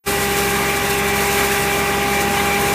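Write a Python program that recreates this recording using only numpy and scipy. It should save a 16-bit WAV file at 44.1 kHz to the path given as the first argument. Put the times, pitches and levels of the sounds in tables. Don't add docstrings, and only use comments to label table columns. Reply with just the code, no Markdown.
import sys
import numpy as np
from scipy import signal
from scipy.fft import rfft, irfft, next_fast_len
from scipy.io import wavfile
from scipy.ndimage import uniform_filter1d, map_coordinates

SR = 44100
rng = np.random.default_rng(int(sys.argv[2]) if len(sys.argv) > 2 else 0)


def wav_out(sig):
    wavfile.write(sys.argv[1], SR, np.round(np.clip(np.atleast_2d(sig).T, -1, 1) * 32767).astype(np.int16))


def voltage_ratio(level):
    return 10 ** (np.asarray(level, float) / 20)


N = 120834

# (time [s], turns per second [Hz])
SHAFT_SPEED = [(0, 67.14), (1.2, 67.16), (2.74, 67.19)]
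# (multiple of shaft speed [1], rms level [dB], unsteadiness [dB])
ROTOR_ORDERS = [(1, -35.6, .7), (2, -36.4, 1), (3, -34, 2), (5, -42, 2), (6, -26.2, 1), (8, -50, 2),
                (9, -41.5, 1.5), (10, -43.5, 2.5), (11, -48, 2), (12, -27.3, .8), (13, -48, 2),
                (16, -45, 2.5), (18, -39, 2), (21, -48, 2), (24, -37.5, 2.5), (42, -46, 2.5)]
# (time [s], level [dB])
BLADE_SWELL = [(0.1, -31.5), (0.9, -30.5), (1.7, -30), (2.15, -27.5), (2.74, -26.5)]
# (frequency [Hz], rms level [dB])
DRIVE_HUMS = [(48.67, -55), (91.76, -42.5), (121.4, -50), (158.8, -36.5), (177.1, -45), (183.2, -45),
              (207.9, -43), (226, -47), (250.5, -42), (263.3, -45), (293, -46), (366.8, -44), (483.6, -44),
              (551, -45), (3533.4, -44), (3866.6, -48)]
# (frequency [Hz], rms level [dB])
BEARING_SIDE_WHINES = [(456.5, -46), (1102.7, -41), (1425, -47), (1636, -47), (1680, -46), (1722, -46),
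                       (1919, -46), (1975, -45), (2012, -46), (2200, -47), (2365, -42), (2471, -44),
                       (2757, -47), (3373, -51), (3750, -52), (3900, -51), (3950, -53), (5090, -56)]
# (multiple of ball-pass rate [1], rms level [dB])
BALL_PASSES = [(1, -36), (2, -45), (3, -37.5), (4, -38), (5, -34.5), (6, -35), (7, -45), (9, -52)]
# (time [s], level [dB])
BEARING_BEAT = [(0.15, -36.5), (0.25, -45), (0.35, -34), (0.82, -33.5), (0.87, -45), (1.11, -29.5),
                (1.35, -43.5), (1.38, -25.5), (1.64, -52), (1.72, -27.5), (2.05, -43), (2.17, -26),
                (2.29, -42), (2.53, -25), (2.62, -40), (2.7, -33)]
# (time [s], level [dB])
AIR_FLOW = [(0.1, -25), (0.82, -23.5), (0.83, -24.5), (1.14, -23.5), (1.37, -20), (1.39, -14), (1.49, -22),
            (2.22, -24), (2.35, -23), (2.37, -22), (2.66, -20), (2.74, -18)]
# (frequency [Hz], relative level [dB])
ROAR_COLOUR = [(10, -24), (25, -24), (45, -11.5), (60, -22), (78, -7), (110, -4), (160, -7), (270, 0),
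               (340, -3), (420, -4), (600, -3.5), (760, -8), (850, -5), (1050, -2), (1320, -6),
               (1650, -4.5), (2100, -3), (2400, -2.5), (2620, -6), (2800, -6), (3050, -10), (3400, -11.5),
               (3850, -16), (4200, -18.5), (7000, -18), (12000, -46)]
# (time [s], level [dB])
HISS_LEVEL = [(0.1, -23.5), (0.17, -25.5), (0.25, -22.5), (0.27, -26.5), (0.36, -24.5), (0.39, -21),
              (0.42, -24.5), (0.88, -27.5), (0.91, -20), (0.92, -28.5), (0.94, -22), (0.97, -28.5),
              (0.98, -25), (1.06, -28), (1.09, -23), (1.13, -29), (1.14, -24.5), (1.39, -23), (2.02, -29),
              (2.15, -27), (2.2, -29), (2.21, -23), (2.27, -30.5), (2.28, -27), (2.59, -27), (2.62, -23),
              (2.72, -26.5), (2.74, -21)]
# (frequency [Hz], relative level [dB])
HISS_COLOUR = [(2240, -20), (3800, 1.5), (4300, -0.5), (4900, -3.5), (5200, -1.5), (6610, -1), (9060, 0.5),
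               (10000, -1), (10400, -3.5), (10800, -1), (12500, -2), (14000, -2), (16500, -5)]
# (time [s], gain [dB])
CLANKS = [(1.372, -25), (1.405, -19.5), (2.372, -21), (2.397, -18)]
# (frequency [Hz], starting level [dB], time to fall by 60 dB [s])
SHOVEL_MODES = [(1180, -5, .12), (1643, -9, 0.12), (1990, 2.5, 0.096), (2240, -11, 0.1), (2310, -4, 0.17),
                (2960, -6, 0.093), (3590, -4, 0.062)]
# (time [s], gain [dB])
FADE_IN = [(0.034, -78), (0.04, -34), (0.059, -23), (0.063, -11), (0.072, -3.5), (0.08, -1)]


def unit(x):
    return x / np.sqrt(np.mean(x ** 2) + 1e-20)


def curve(rows):
    times, values = np.transpose(rows)
    return np.interp(np.arange(N) / SR, times, values)


def wobble(rate):
    points = rng.standard_normal(int(N * rate / SR) + 4)
    return map_coordinates(points, [np.arange(N) * rate / SR])


def turns(hz):
    return 2 * np.pi * np.cumsum(hz * np.ones(N)) / SR


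def tone(phase, db):
    start = rng.uniform(0, 2 * np.pi)
    return np.sqrt(2) * voltage_ratio(db) * np.sin(phase + start)


def coloured(x, colour):
    size = next_fast_len(N + 8192)
    hz, db = np.transpose(colour)
    bins_hz = np.fft.rfftfreq(size, 1 / SR)
    gain = voltage_ratio(np.interp(np.log(bins_hz + 1), np.log(hz + 1), db))
    return unit(irfft(rfft(x, size) * gain, size)[:N])


def patchy(patchy_db):
    spectrum = signal.stft(rng.standard_normal(N + 512), nperseg=512)[2]
    patches = uniform_filter1d(rng.standard_normal(spectrum.shape), size=5, axis=0)
    patches = uniform_filter1d(patches, size=8, axis=1)
    return signal.istft(spectrum * voltage_ratio(patchy_db * unit(patches)), nperseg=512)[1][:N]


def rotor():
    phase = turns(curve(SHAFT_SPEED))
    blades_db = curve(BLADE_SWELL)
    swell_db = blades_db - blades_db.mean()
    out = np.zeros(N)
    for multiple, db, waver_db in ROTOR_ORDERS:
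        level_db = db + waver_db * wobble(4.99) + swell_db * (multiple == 12)
        out += tone(multiple * phase, level_db)
    return out


def drive_and_whines():
    gain_db, waver_db = -1.1, 3
    out = np.zeros(N)
    for hz, db in DRIVE_HUMS:
        out += tone(turns(hz), db + gain_db + waver_db * wobble(3))
    for hz, db in BEARING_SIDE_WHINES:
        phase = turns(hz + 1.57 * wobble(3.99))
        out += tone(phase, db + 2 * wobble(4.1))
    return out


def bearing():
    ball_hz, slip_hz, cage_hz = 389.6, .15, 28
    shaft_depth, cage_depth, waver_db = .3, .2, 1
    phase = turns(ball_hz + slip_hz * wobble(2.47))
    beat_db = curve(BEARING_BEAT)
    swell_db = beat_db - beat_db.mean()
    shaft_throb = 1 + shaft_depth * np.sin(turns(curve(SHAFT_SPEED)))
    cage_throb = 1 + cage_depth * np.sin(turns(cage_hz + .5 * wobble(1.9)))
    buzz = np.zeros(N)
    for multiple, db in BALL_PASSES:
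        level_db = db + waver_db * wobble(5.07) + swell_db * (multiple == 6)
        buzz += tone(multiple * phase, level_db)
    return shaft_throb * cage_throb * buzz


def hall(x):
    t60_s, echo_db = .4, -11
    t = np.arange(SR // 3) / SR
    tail = rng.standard_normal(len(t)) * voltage_ratio(-60 * t / t60_s)
    echo = signal.fftconvolve(x, tail / np.linalg.norm(tail))[:len(x)]
    return unit(x + voltage_ratio(echo_db) * echo)


def roar():
    roar_db, follow_share = -21.5, 0.38
    flow_db = curve(AIR_FLOW)
    level_db = roar_db + follow_share * (flow_db - flow_db.mean())
    return voltage_ratio(level_db) * coloured(hall(patchy(patchy_db=1.93)), ROAR_COLOUR)


def hiss():
    grit_per_s, grit_spread_db, grit_db = 3000, 2.5, -8
    count = int(grit_per_s * N / SR)
    when, chance = rng.random((count, 2)).T
    clicks = voltage_ratio(-grit_spread_db * np.log(1 - chance)) * rng.choice([-1, 1], count)
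    grit = np.bincount((when * N).astype(int), clicks, N)
    air = unit(patchy(patchy_db=1.17)) + voltage_ratio(grit_db) * unit(grit)
    level_db = curve(HISS_LEVEL) + 1.0 * wobble(40.15)
    return voltage_ratio(level_db) * coloured(air, HISS_COLOUR)


def shovel():
    level_spread_db, pitch_spread, attack_s = 3.7, 0.0237, 0.0012
    out = np.zeros(N + SR)
    t = np.arange(SR // 4) / SR
    for start_s, clank_db in CLANKS:
        ring = np.zeros(len(t))
        for hz, db, t60_s in SHOVEL_MODES:
            fading_db = db + rng.normal(0, level_spread_db) - 60 * t / t60_s
            mode_hz = hz * (1 + pitch_spread * rng.normal())
            ring += voltage_ratio(fading_db) * np.sin(2 * np.pi * mode_hz * t)
        out[round(start_s * SR):][:len(t)] += voltage_ratio(clank_db) * ring * (1 - np.exp(-t / attack_s))
    return out[:N]


def scene():
    rotor_db, bearing_db = 1.35, 1.55
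    mono = voltage_ratio(rotor_db) * rotor() + drive_and_whines() + voltage_ratio(bearing_db) * bearing()
    mono = mono + roar() + hiss() + shovel()
    return np.array([mono, mono])


def low_pass(x):
    return signal.sosfilt(signal.butter(12, 16550, fs=SR, output="sos"), x)


def record(dry):
    ceiling, knee, top_hz = .6, 4, 15300
    soft = dry / (1 + np.abs(dry / ceiling) ** knee) ** (1 / knee)
    faded = soft * voltage_ratio(curve(FADE_IN))
    size = next_fast_len(N + 8192)
    passes = np.fft.rfftfreq(size, 1 / SR) < top_hz
    mix = irfft(rfft(faded, size) * passes, size)[:, :N]
    return low_pass(mix)


dry = scene()
out = record(dry)
wav_out(out)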